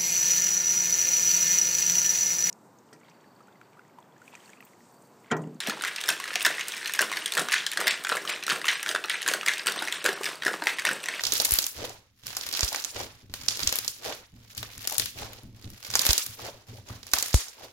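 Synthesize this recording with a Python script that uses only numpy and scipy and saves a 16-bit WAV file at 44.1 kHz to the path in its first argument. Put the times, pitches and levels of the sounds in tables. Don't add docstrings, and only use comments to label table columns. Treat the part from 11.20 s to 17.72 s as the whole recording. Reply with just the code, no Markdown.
import sys
import numpy as np
from scipy import signal
from scipy.fft import rfft, irfft
from scipy.io import wavfile

SR = 44100
rng = np.random.default_rng(int(sys.argv[2]) if len(sys.argv) > 2 else 0)


def amplitude_ratio(level_db):
    exponent = np.asarray(level_db, float) / 20
    return 10 ** exponent


def generate_wav(signal):
    frames = np.transpose(np.atleast_2d(signal))
    scaled = np.clip(frames, -1, 1) * 32767
    pcm = np.round(scaled).astype(np.int16)
    wavfile.write(sys.argv[1], SR, pcm)


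N = 287532


def rms_one(x):
    return x / np.sqrt(np.mean(x ** 2) + 1e-20)


def top_one(x):
    return x / abs(x).max(axis=-1, keepdims=True)


def louder(*levels_db):
    return 10 * np.log10(sum(amplitude_ratio(2 * np.maximum(db, -120)) for db in levels_db))


def in_time(s, db, rise, fall):
    t = np.arange(N) / SR
    before = rise * np.maximum(s[0] - t, 0)
    after = fall * np.maximum(t - s[-1], 0)
    return np.interp(t, s, db) - before - after


def at_hz(points, hz):
    point_hz, point_db = np.transpose(points)
    return np.interp(np.log(hz + 1), np.log(point_hz), point_db)


def add(out, sound, s):
    i = round(s * SR)
    out[..., i:i + sound.shape[-1]] += sound[..., :N - i]


def band(x, low_hz, high_hz):
    sos = signal.butter(2, [low_hz, min(high_hz, .45 * SR)], "band", fs=SR, output="sos")
    return signal.sosfilt(sos, x)


def ring(x, hz, t60):
    r, w = amplitude_ratio(-60 / (t60 * SR)), 2 * np.pi * hz / SR
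    return signal.lfilter([0, np.sin(w)], [1, -2 * r * np.cos(w), r * r], x + 1e-18)


def peak(x, hz, width, db):
    a, w = amplitude_ratio(db / 2), 2 * np.pi * hz / SR
    k = np.sin(w) * width / hz / 2
    return signal.lfilter([1 + k * a, -2 * np.cos(w), 1 - k * a],
                          [1 + k / a, -2 * np.cos(w), 1 - k / a], x)


def drift(rate):
    r = np.exp(-80 * np.pi * rate / SR)
    noise = rng.standard_normal(N // 40 + 2002)
    slow = signal.lfilter([1], [1, -2 * r, r * r], noise)[2000:]
    return np.interp(np.arange(N) / 40, np.arange(len(slow)), rms_one(slow))


def grains(per_s, spread_db, clump_db, pan_db):
    born = rng.random(N) < per_s * amplitude_ratio(clump_db * drift(25)) / SR
    size_db = spread_db * np.minimum(rng.exponential(1, N), 3)
    sizes = born * amplitude_ratio(size_db) * rng.choice([-1, 1], N)
    side = amplitude_ratio(pan_db * rng.uniform(-1, 1, N))
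    return np.array([sizes * side, np.roll(sizes / side, 7)])


def tears(clicks):
    return signal.lfilter([1], [1, -.93], abs(clicks)) * rng.standard_normal((2, N))


# frequency in Hz, level in dB per Hz.
HUSH_SPECTRUM = [(18, -42), (30, -12), (71, 23), (194, -12), (780, -34), (1250, -22), (6550, -23),
                 (8740, -51)]


def hush():
    level_db = -77.5
    hz = np.fft.rfftfreq(N, 1 / SR)
    mid, side = rfft(rng.standard_normal((2, N))) * amplitude_ratio(at_hz(HUSH_SPECTRUM, hz))
    share = np.clip(hz / 1200, .25, 1)
    noise = irfft(np.array([mid + share * side, mid - share * side]), N)
    return amplitude_ratio(level_db) * rms_one(noise)


# grip closes in seconds, hardest in seconds, lets go in seconds,
# crackle level in dB, left-right balance in dB.
SQUEEZES = [
    (0.0, 0.34, 0.33, -37, -8),
    (1.1, 1.395, 1.46, -37.5, -12),
    (2.262, 2.558, 2.536, -37, -8.5),
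    (3.308, 3.773, 3.63, -45.5, 8.5),
    (4.648, 4.845, 4.92, -35.5, -13),
    (5.895, 5.973, 5.98, -40, -13),
]


def squeezing():
    swell_db, sag_db = 9.5, -1
    close_db_per_s, open_db_per_s = 187, 104
    levels = []
    for grip, hardest, off, db, pan_db in SQUEEZES:
        corners_db = [db - swell_db, db, db - sag_db]
        levels.append(in_time([grip, hardest, off], corners_db, close_db_per_s, open_db_per_s))
    return louder(*levels)


def crackle(level_db, bright_db):
    snaps = tears(grains(600, spread_db=3.4, clump_db=4.5, pan_db=4.0))
    body = amplitude_ratio(level_db - 1.5) * rms_one(band(snaps, 1200, 7660))
    fizz = amplitude_ratio(bright_db - 6.5) * rms_one(band(snaps, 6550, 14900))
    return body + fizz


# start in seconds, peak in dB, dull part in dB, brightness in dB, pocket pitch in Hz.
POPS_1 = [(0.0079, -22, -6, -18, 3580), (0.0171, -28, -17, -14, 6250), (0.0373, -9.5, -15, -14, 5410),
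          (0.0487, -28, -18, -20, 4580), (0.052, -11.5, -24, -23, 5110), (0.0678, -11, -10, -20, 5100),
          (0.0701, -15, -16, -11, 6240), (0.1045, -28, -12, -17, 4210), (0.1088, -32, -16, -12, 5440),
          (0.1219, -9, -16, -12, 6080), (0.125, -15.5, -21, -10, 4220), (0.1359, -17.5, -15, 1.5, 5680),
          (0.148, -30, -25, -7, 6460), (0.1543, -12, -26.5, -13, 4590), (0.1672, -21, -17.5, -5, 4890),
          (0.1783, -22, -26, -1.5, 6160), (0.2005, -6.5, -12, -11, 5300), (0.2155, -21, -17, 1, 5060),
          (0.22, -17.5, -24, -0.5, 6910), (0.2488, -7.5, -12, -8, 6990), (0.2524, -14, -13, 2, 4700),
          (0.2913, -17, -10, -9, 5800), (0.3089, -15.5, -21, 2.5, 6730), (0.32, -16.5, -19, 6.5, 7020),
          (0.3377, -15.5, -26, 5.5, 8290), (0.357, -25, -16, 7, 7690), (0.3874, -5, -14, -6, 5190),
          (0.4212, -22, -23, 0.5, 6530), (0.427, -16.5, -29, -17, 6610), (0.4415, -13.5, -28, -16, 6210),
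          (0.466, -18.5, -33, 2.5, 6430), (0.6403, -35, 2, -13, 5020), (0.6486, -31, -1, -14, 3290),
          (0.6951, -24.5, -21, -15, 6000)]
POPS_2 = [(1.0354, -34, -19, -24, 3450), (1.0579, -42, -13, -11, 6050), (1.068, -22.5, -13, -3.5, 7400),
          (1.0807, -31, -4, -14, 5750), (1.0906, -35, -12, -2, 5330), (1.1049, -24.5, -15, -16, 4770),
          (1.129, -34, -10, -16, 5230), (1.1505, -26, -13, -17, 5180), (1.1654, -29, -8, -7, 6390),
          (1.1682, -14, -10, -7, 6000), (1.172, -23, -8, -16, 5870), (1.211, -22.5, -10, -20, 5250),
          (1.263, -29.5, -25, -14, 5060), (1.2659, -19, -11, -7, 4890), (1.2895, -18, -19, -8, 4390),
          (1.327, -18.5, -16, -9, 5340), (1.332, -22, -8, -16, 4680), (1.3386, -18, -11, -10, 4960),
          (1.3499, -16.5, -15, -19, 5200), (1.3727, -16, -8, -14, 3990), (1.3931, -16.5, -3, -14, 6800),
          (1.408, -8, -29, -15, 6260), (1.4315, -8, -23, -22, 5160), (1.4423, -37, -16, -12, 5160),
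          (1.447, -18.5, -21, -5, 5850), (1.4793, -22, -16, -6, 5100), (1.4825, -21, -12, -13, 5580),
          (1.4878, -21, -20, -8, 5620), (1.5283, -17.5, -6, -8, 5260), (1.5465, -24, 8, 0, 4780),
          (1.5599, -14, -22, -20, 5340), (1.5945, -26.5, -16, -17, 4610), (1.5995, -23, -25, -9, 4930),
          (1.6228, -23, -26, -10, 5540), (1.6402, -18.5, -22, -22, 6000), (1.6477, -19, -15, -9, 6610),
          (1.8018, -26.5, 4, -10, 5020)]
POPS_3 = [(2.0976, -47, 5, -22, 4840), (2.139, -17, -11, -9, 4270), (2.214, -29, -11, -20, 5130),
          (2.2352, -30, -4, -13, 4670), (2.284, -8.5, -19, -19, 5390), (2.3076, -18, -25, -22, 4720),
          (2.3254, -28.5, -11, -20, 4580), (2.3675, -25, -14, -18, 5150), (2.3723, -21.5, -20, -10, 5490),
          (2.3936, -20, 0.5, -8, 5240), (2.4026, -19, -20, -16, 4170), (2.405, -24, -15, -4, 4780),
          (2.415, -29, -5, -19, 3360), (2.4317, -17, -32, -16, 5970), (2.4732, -4.5, -27, -19, 6000),
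          (2.4922, -11.5, -19, -14, 4300), (2.5261, -10.5, -2, -9, 4500), (2.5568, -26.5, 4, 9, 4800),
          (2.5875, -12, -11.5, -6.5, 4570), (2.6473, -20.5, -17, -9, 5390), (2.6657, -35, -15, 0, 5810),
          (2.6792, -11, -26, -9.5, 7020), (2.7857, -37, -17, -14, 5190), (2.7923, -40, -19, -15, 6160),
          (2.8233, -39, 0, -5, 5850), (2.9249, -28.5, 4.5, -10, 4450)]
POPS_4 = [(3.1406, -47.5, -12, -20, 3290), (3.3498, -32, -14, -8, 6430), (3.3699, -34, -1.5, -2, 6140),
          (3.3756, -38, -3, 0, 6520), (3.3785, -24.5, -26, -5, 5100), (3.4296, -22, -1, -11.5, 4160),
          (3.5539, -44, 4, -14, 4860), (3.579, -34.5, -14, -2.5, 6700), (3.6115, -34.5, -5, -13, 4390),
          (3.6193, -40, -14, 2, 5450), (3.6287, -34, -16, -4, 5840), (3.6504, -28, -1, -13, 3620),
          (3.674, -15, -26, -3, 4950), (3.6981, -20, -14, -6, 6350), (3.7093, -24.5, -14, -6, 6130),
          (3.7232, -24, -9, -10, 6290), (3.7251, -26, -15, -0.5, 6750), (3.7372, -32, -10, -8, 6700),
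          (3.7442, -25, -5, -1, 7340), (3.753, -27.5, -7, -12, 4890), (3.7657, -28, -21, -9, 5280),
          (3.7819, -11.5, -25, -3, 7810), (3.7976, -12, -24, -8, 4800), (3.82, -23, -9, -9, 3380),
          (3.8584, -21, -12, -5.5, 4600), (4.1328, -31.5, -11, -7, 4400), (4.2339, -41.5, -15, -3, 4440)]
POPS_5 = [(4.4247, -38, -14, -24, 4780), (4.4433, -36, -12, -21, 3740), (4.4764, -41, -16, -17, 3690),
          (4.5023, -37, -11, 1, 6160), (4.5358, -43.5, -5, -10, 5930), (4.6383, -38, -11, -5, 5450),
          (4.6486, -31.5, 3, -14, 4650), (4.6679, -31, -4, -3, 5550), (4.678, -33, -19, -3, 5990),
          (4.7021, -20.5, -14, -11, 6000), (4.704, -24, -11, -17, 5940), (4.7383, -13.5, -11, -20, 4650),
          (4.7407, -20, -15, -19, 4700), (4.7544, -1.5, -11, -16.5, 6090), (4.793, -13.5, -12, -8, 5410),
          (4.7957, -17.5, -18, -3, 5570), (4.816, -14, -16, -3, 6340), (4.8194, -14, -26, -14, 6880),
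          (4.8522, -14.5, -0.5, -3, 5080), (4.86, -14, -24, -1, 7390), (4.8658, -4.5, -14.5, -6, 5470),
          (4.89, -10.5, -24, -11, 6300), (4.9072, -8.5, -17, -10, 4930), (4.9313, -6.5, -24, -4.5, 6340),
          (4.9795, -10, -20, -3, 6130), (5.0639, -22.5, -13, 0.5, 6300)]
POPS_6 = [(5.476, -50, -6, -12, 5960), (5.5862, -48, -6, -7, 6160), (5.8306, -32.5, -10, -13, 5210),
          (5.8678, -33, -3, -3, 5700), (5.9156, -29, -10, -7, 6130), (5.919, -37, -12, -5, 5700),
          (5.935, -3, -14, -8, 5870), (5.9377, -8.5, -8, -10, 5110), (5.9859, -16.5, -22, -1, 6880),
          (5.9993, -25, -19, -11, 6050), (6.009, -23, -10, -8, 6390), (6.0255, -11.5, -11, -7, 6230),
          (6.0601, -23, -7, -5, 5540), (6.0828, -28, -9, -4, 5210), (6.0948, -28, -9, -12, 4490),
          (6.13, -19.5, -23, -19, 5530), (6.1431, -13.5, -3, -6.5, 6950), (6.2835, -33, -23, -5, 6100)]


def pockets():
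    spread_db = 6.5
    bursts = []
    for squeeze, rows in zip(SQUEEZES, [POPS_1, POPS_2, POPS_3, POPS_4, POPS_5, POPS_6]):
        for s, peak_db, low_db, bright_db, hz in rows:
            pan_db = squeeze[-1] + spread_db * rng.standard_normal()
            bursts.append((s, peak_db, pan_db, low_db, bright_db, hz))
    return bursts


def pops(tear_s, cycles, rasp_db, dull_db, bounce_db):
    out, t = np.zeros((2, N)), np.arange(400) / SR
    sides = np.array([[.5], [-.5]])
    for s, peak_db, pan_db, low_db, bright_db, hz in pockets():
        lasts = tear_s * amplitude_ratio(0.15 * (peak_db + 40.0))
        tear = rng.standard_normal((2, len(t))) * np.exp(-t / lasts) * np.minimum(t / 0.00029, 1)
        rupture = np.sign(tear[0, 9]) * (np.arange(len(t)) == [[8], [14]])
        snap = tear + 6.0 * rupture
        rasp = amplitude_ratio(rasp_db) * band(snap, 2900, 8000)
        pocket = top_one(.4 * ring(snap, hz, cycles / hz) + rasp)
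        bright = top_one(band(snap, 9970, 12940))
        thump = ring(np.exp(-t / .0001), hz / 6, 0.001)
        knock = top_one(band(thump, 507, 3000)) + amplitude_ratio(6.5) * top_one(band(snap, 900, 3700))
        body = pocket * amplitude_ratio(sides * (pan_db + 4.0))
        body = body + bright * amplitude_ratio(bright_db + 7.0 + sides * (0.57 * pan_db + 2.5))
        add(out, amplitude_ratio(peak_db - 1.5) * (body + amplitude_ratio(low_db + dull_db) * knock), s - .0002)
    bounce = np.zeros_like(out)
    add(bounce, amplitude_ratio(bounce_db) * band(out, 800, 9000), .0027)
    return out + bounce


# start in seconds, squelch level in dB,
# length in seconds, stickiness in dB.
PEELS = [(.01, -47.5, 0.15, -2), (0.2, -39, 0.024, 2), (0.579, -38, 0.071, -5), (1.067, -50, 0.028, 12),
         (1.528, -44, 0.038, 10), (1.758, -36, 0.052, -2), (1.942, -64.5, 0.071, 3), (2.166, -58, 0.11, 11),
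         (2.523, -61, 0.023, -5), (2.749, -62.5, 0.075, 12), (2.846, -35, 0.045, -3),
         (2.932, -47, 0.042, -0.5), (3.15, -64, 0.11, 3), (3.4, -51.5, 0.063, -10), (3.708, -53, 0.032, 12),
         (3.982, -37, 0.044, -2), (4.107, -50.5, 0.064, -3.5), (4.398, -57.5, 0.16, 2.5),
         (4.713, -47, 0.031, 5), (5.191, -42, 0.064, -1.5), (5.241, -39, 0.029, -3),
         (5.356, -55, 0.048, -7), (5.478, -48.5, 0.013, 2), (5.514, -53, 0.057, -2.5),
         (5.678, -46.5, 0.054, -2), (5.96, -50, 0.0046, -1), (6.143, -48.5, 0.037, 15),
         (6.25, -57.5, 0.1, -1), (6.386, -43.5, 0.051, -6)]


def peeling(sticky_share):
    rise_db, fall_db, grow_db = 20, 11, 2
    levels = []
    for s, db, lasts, sticky_db in PEELS:
        corners_db = np.array([db - grow_db, db]) + sticky_share * sticky_db
        levels.append(in_time([s, s + lasts], corners_db, rise_db / lasts, fall_db / lasts))
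    return louder(*levels)


def squelch(level_db, sticky_db):
    clicks = grains(1100, spread_db=4.0, clump_db=4.5, pan_db=3.0)
    pitches = np.geomspace(380, 2400, 12)
    dealt = rng.integers(0, 12, N)
    sizes = amplitude_ratio(-6.0 * np.log2(pitches / 640) ** 2)
    rings = sum(sizes[k] * ring(clicks * (dealt == k), hz, 7 / hz) for k, hz in enumerate(pitches))
    wet = rms_one(band(rings, 254, 5000))
    threads = rms_one(band(tears(clicks), 930, 5500))
    return amplitude_ratio(level_db - 9.0) * (wet + amplitude_ratio(sticky_db) * threads)


# start in seconds, peak in dB, settling time in seconds.
THUDS = [(.04, -44, 0.13), (.56, -35.5, 0.081), (.78, -58, 0.011), (1.031, -40, 0.058), (1.25, -43, 0.024),
         (1.74, -38, 0.088), (1.81, -34.5, 0.037), (2.019, -42.5, .07), (2.092, -36, 0.043),
         (2.191, -42, 0.087), (2.29, -53, 0.047), (2.418, -29, 0.037), (2.6, -50, 0.066),
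         (2.84, -43, 0.098), (3.125, -38.5, 0.092), (3.365, -38, 0.062), (3.429, -55, 0.043),
         (3.553, -42.5, 0.098), (3.775, -35, 0.079), (3.947, -40, 0.06), (4.003, -31, 0.053),
         (4.089, -48, 0.068), (4.23, -33.5, 0.096), (4.434, -29, 0.046), (4.51, -53, 0.029),
         (4.68, -39, .06), (5.065, -40.5, 0.062), (5.2, -44, 0.079), (5.33, -47, 0.043),
         (5.475, -36.5, 0.07), (5.575, -39, 0.033), (5.692, -31.5, 0.062), (6.42, -50, 0.056)]
# frequency in Hz, level in dB, 60 dB decay in seconds.
TABLE_MODES = [(70, -22.5, 0.073), (112.7, 0, 0.093), (189.7, -4, 0.037), (244, -11.5, 0.076),
               (325, -33, 0.04)]


def table(rumble_db):
    settling, t = np.zeros(N), np.arange(SR // 2) / SR
    for s, db, settle_s in THUDS:
        add(settling, amplitude_ratio(db) * np.exp(-t / settle_s) * (1 - np.exp(-t / 0.0048)), s)
    landing = settling * amplitude_ratio(2.5 * drift(30))
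    force = landing + amplitude_ratio(rumble_db - 1.5 + 3 * drift(14))
    mid, side = force * rng.standard_normal((2, N))
    side = 0.2 * side
    shake = np.array([mid + side, mid - side])
    return amplitude_ratio(-32.0) * sum(amplitude_ratio(db) * ring(shake, hz, t60) for hz, db, t60 in TABLE_MODES)


# start in
# seconds, peak in dB, pitch in Hz.
GLUGS = [(0.064, -40, 690), (0.198, -18, 694), (0.283, -21.5, 870), (0.588, -32, 507), (0.614, -29, 503),
         (0.623, -21, 533), (0.639, -17.5, 607), (0.648, -31, 493), (0.657, -43, 498), (0.681, -36, 583),
         (0.703, -27, 721), (1.371, -31, 1060), (1.521, -16.5, 800), (1.544, -23, 1100),
         (1.564, -41, 740),
         (1.747, -46, 1800), (1.747, -35, 393), (1.759, -36, 610), (1.773, -31, 714), (1.8, -23, 680),
         (2.814, -47, 646), (2.822, -36, 860), (2.85, -24, 668), (2.856, -19, 633), (2.877, -21, 630),
           (2.883, -19, 586), (2.923, -24, 510),
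         (2.392, -37, 1220), (2.51, -48, 624), (2.524, -19, 1150), (2.554, -28, 1070), (3.648, -33, 645),
           (3.718, -17.5, 790), (3.728, -22.5, 650), (3.744, -45, 635), (3.818, -32, 664),
           (3.991, -35, 590), (4.021, -19.5, 845), (4.039, -31, 630),
         (5.192, -25, 930), (5.202, -45, 600), (5.234, -30, 1800), (5.248, -34, 630), (5.26, -25, 700),
           (5.27, -22, 1650), (5.284, -20.5, 633), (5.345, -32, 564), (5.528, -35, 394), (5.549, -34, 570),
           (5.579, -34.5, 555), (5.699, -23.5, 1150), (5.971, -21.5, 820), (6.385, -36, 864),
           (6.409, -28, 726), (6.444, -27, 600)]


def glugs(rise_cycles, cycles, climb):
    out, t = np.zeros(N), np.arange(900) / SR
    for s, peak_db, hz in GLUGS:
        turns = hz * t
        swell = (1 - np.exp(-turns / rise_cycles)) ** 2
        tone = np.sin(2 * np.pi * turns * (1 + climb * turns)) * swell * np.exp(-(turns / cycles) ** 2)
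        add(out, amplitude_ratio(peak_db - 13.0) * top_one(tone), s)
    return np.array([out * amplitude_ratio(1.2), np.roll(out, 11) / amplitude_ratio(1.8)])


# start in seconds, peak in dB, starting pitch of the swing in Hz.
PUFFS = [
    (0.321, -26.5, 81),
    (1.429, -21, 85),
    (2.472, -31, 92),
    (4.891, -16.5, 79),
    (5.935, -36, 92.5),
    (6.142, -7, 90),
]


def puffs(fall_s, die_s, end_share):
    out, t = np.zeros((2, N)), np.arange(8000) / SR
    lead = np.array([[.25], [-.25]])
    for s, peak_db, start_hz in PUFFS:
        hz = start_hz * (end_share + (1 - end_share) * np.exp(-t / fall_s))
        phase = 2 * np.pi * np.cumsum(hz) / SR
        swing = np.sin(phase + lead - .4) * (t / die_s) * np.exp(1 - t / die_s)
        spike = 1.5 * np.exp(-t / .0003)
        hiss = amplitude_ratio(-15.0) * band(rng.standard_normal((2, len(t))), 4300, 9800)
        hiss = hiss * np.exp(-t / 0.054) * amplitude_ratio(1.7 * np.sin(phase))
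        add(out, amplitude_ratio(peak_db - 1.5) * (swing - spike + hiss), s + 0.00104)
    return out


# frequency in Hz, 60 dB decay in seconds.
ROOM_T60 = [(300, 0.2), (1300, 0.44), (4000, 0.36), (12000, 0.4)]


def room(x, near_db, near_s, tail_db):
    out, edges = x.copy(), 250 * 2 ** np.arange(0, 6.3, .67)
    white = rng.standard_normal((2, 2, N))
    lumps = amplitude_ratio(2 * near_db + 8 * drift(250))
    patches = amplitude_ratio(5 * drift(40))
    for k, (low, high) in enumerate(zip(edges, edges[1:])):
        energy = np.roll(np.mean(band(x, low, high) ** 2, axis=0), 70)
        near, far = np.exp(-1 / (near_s * SR)), amplitude_ratio(-120 / (at_hz(ROOM_T60, low) * SR))
        echoes = lumps * signal.lfilter([1 - near], [1, -near], energy)
        lingering = signal.lfilter([1 - far], [1, -far], energy)
        tail = np.roll(patches, 300 * k) * amplitude_ratio(2 * tail_db) * lingering
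        soak = amplitude_ratio(-1.5 * np.log2(low / 2000))
        mid, side = rms_one(band(white[k % 2], low, high))
        side = side * min(low / 1400, 1)
        out += soak * np.sqrt(echoes + tail) * np.array([mid + side, mid - side])
    return out


def scene():
    squeeze_db, peel_db, sticky_db = squeezing(), peeling(0), peeling(1)
    snap_db = louder(squeeze_db, sticky_db - 3)
    fizz_db = louder(squeeze_db + 0.5, sticky_db - 2.5)
    wet_db = louder(peel_db, squeeze_db - 10)

    slime = pops(tear_s=0.0005, cycles=7, rasp_db=-1.5, dull_db=-8.5, bounce_db=-7.5)
    slime = slime + glugs(rise_cycles=0.33, cycles=3.3, climb=0.0044)
    slime = slime + crackle(snap_db, fizz_db)
    slime = slime + squelch(wet_db, sticky_db=0.0)

    jets = puffs(fall_s=.016, die_s=0.0065, end_share=0.4)
    lows = table(-58 + 0.25 * (snap_db - snap_db.mean())) + jets
    in_room = room(slime, near_db=-8.5, near_s=0.00046, tail_db=-6.5)
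    return in_room + lows + hush()


def roll_off(x):
    return signal.sosfilt(signal.butter(12, 17030, fs=SR, output="sos"), x)


# frequency in Hz, width in Hz, boost in dB.
PORTS = [
    [(7094, 790, 5.5), (8010, 540, -10), (10900, 15000, 5)],
    [(5390, 6960, 6.5), (9260, 890, -17.5), (12830, 1240, -1.5)],
]


def record(dry):
    full_scale = .9
    ports = []
    for x, cavity in zip(dry, PORTS):
        for hz, width, db in cavity:
            x = peak(x, hz, width, db)
        ports.append(x)
    clipped = np.clip(ports, -full_scale, full_scale)
    top_cut = signal.cheby2(12, 60, 17000, fs=SR, output="sos")
    mix = signal.sosfilt(top_cut, clipped)
    return roll_off(mix)


dry = scene()
out = record(dry)
generate_wav(out)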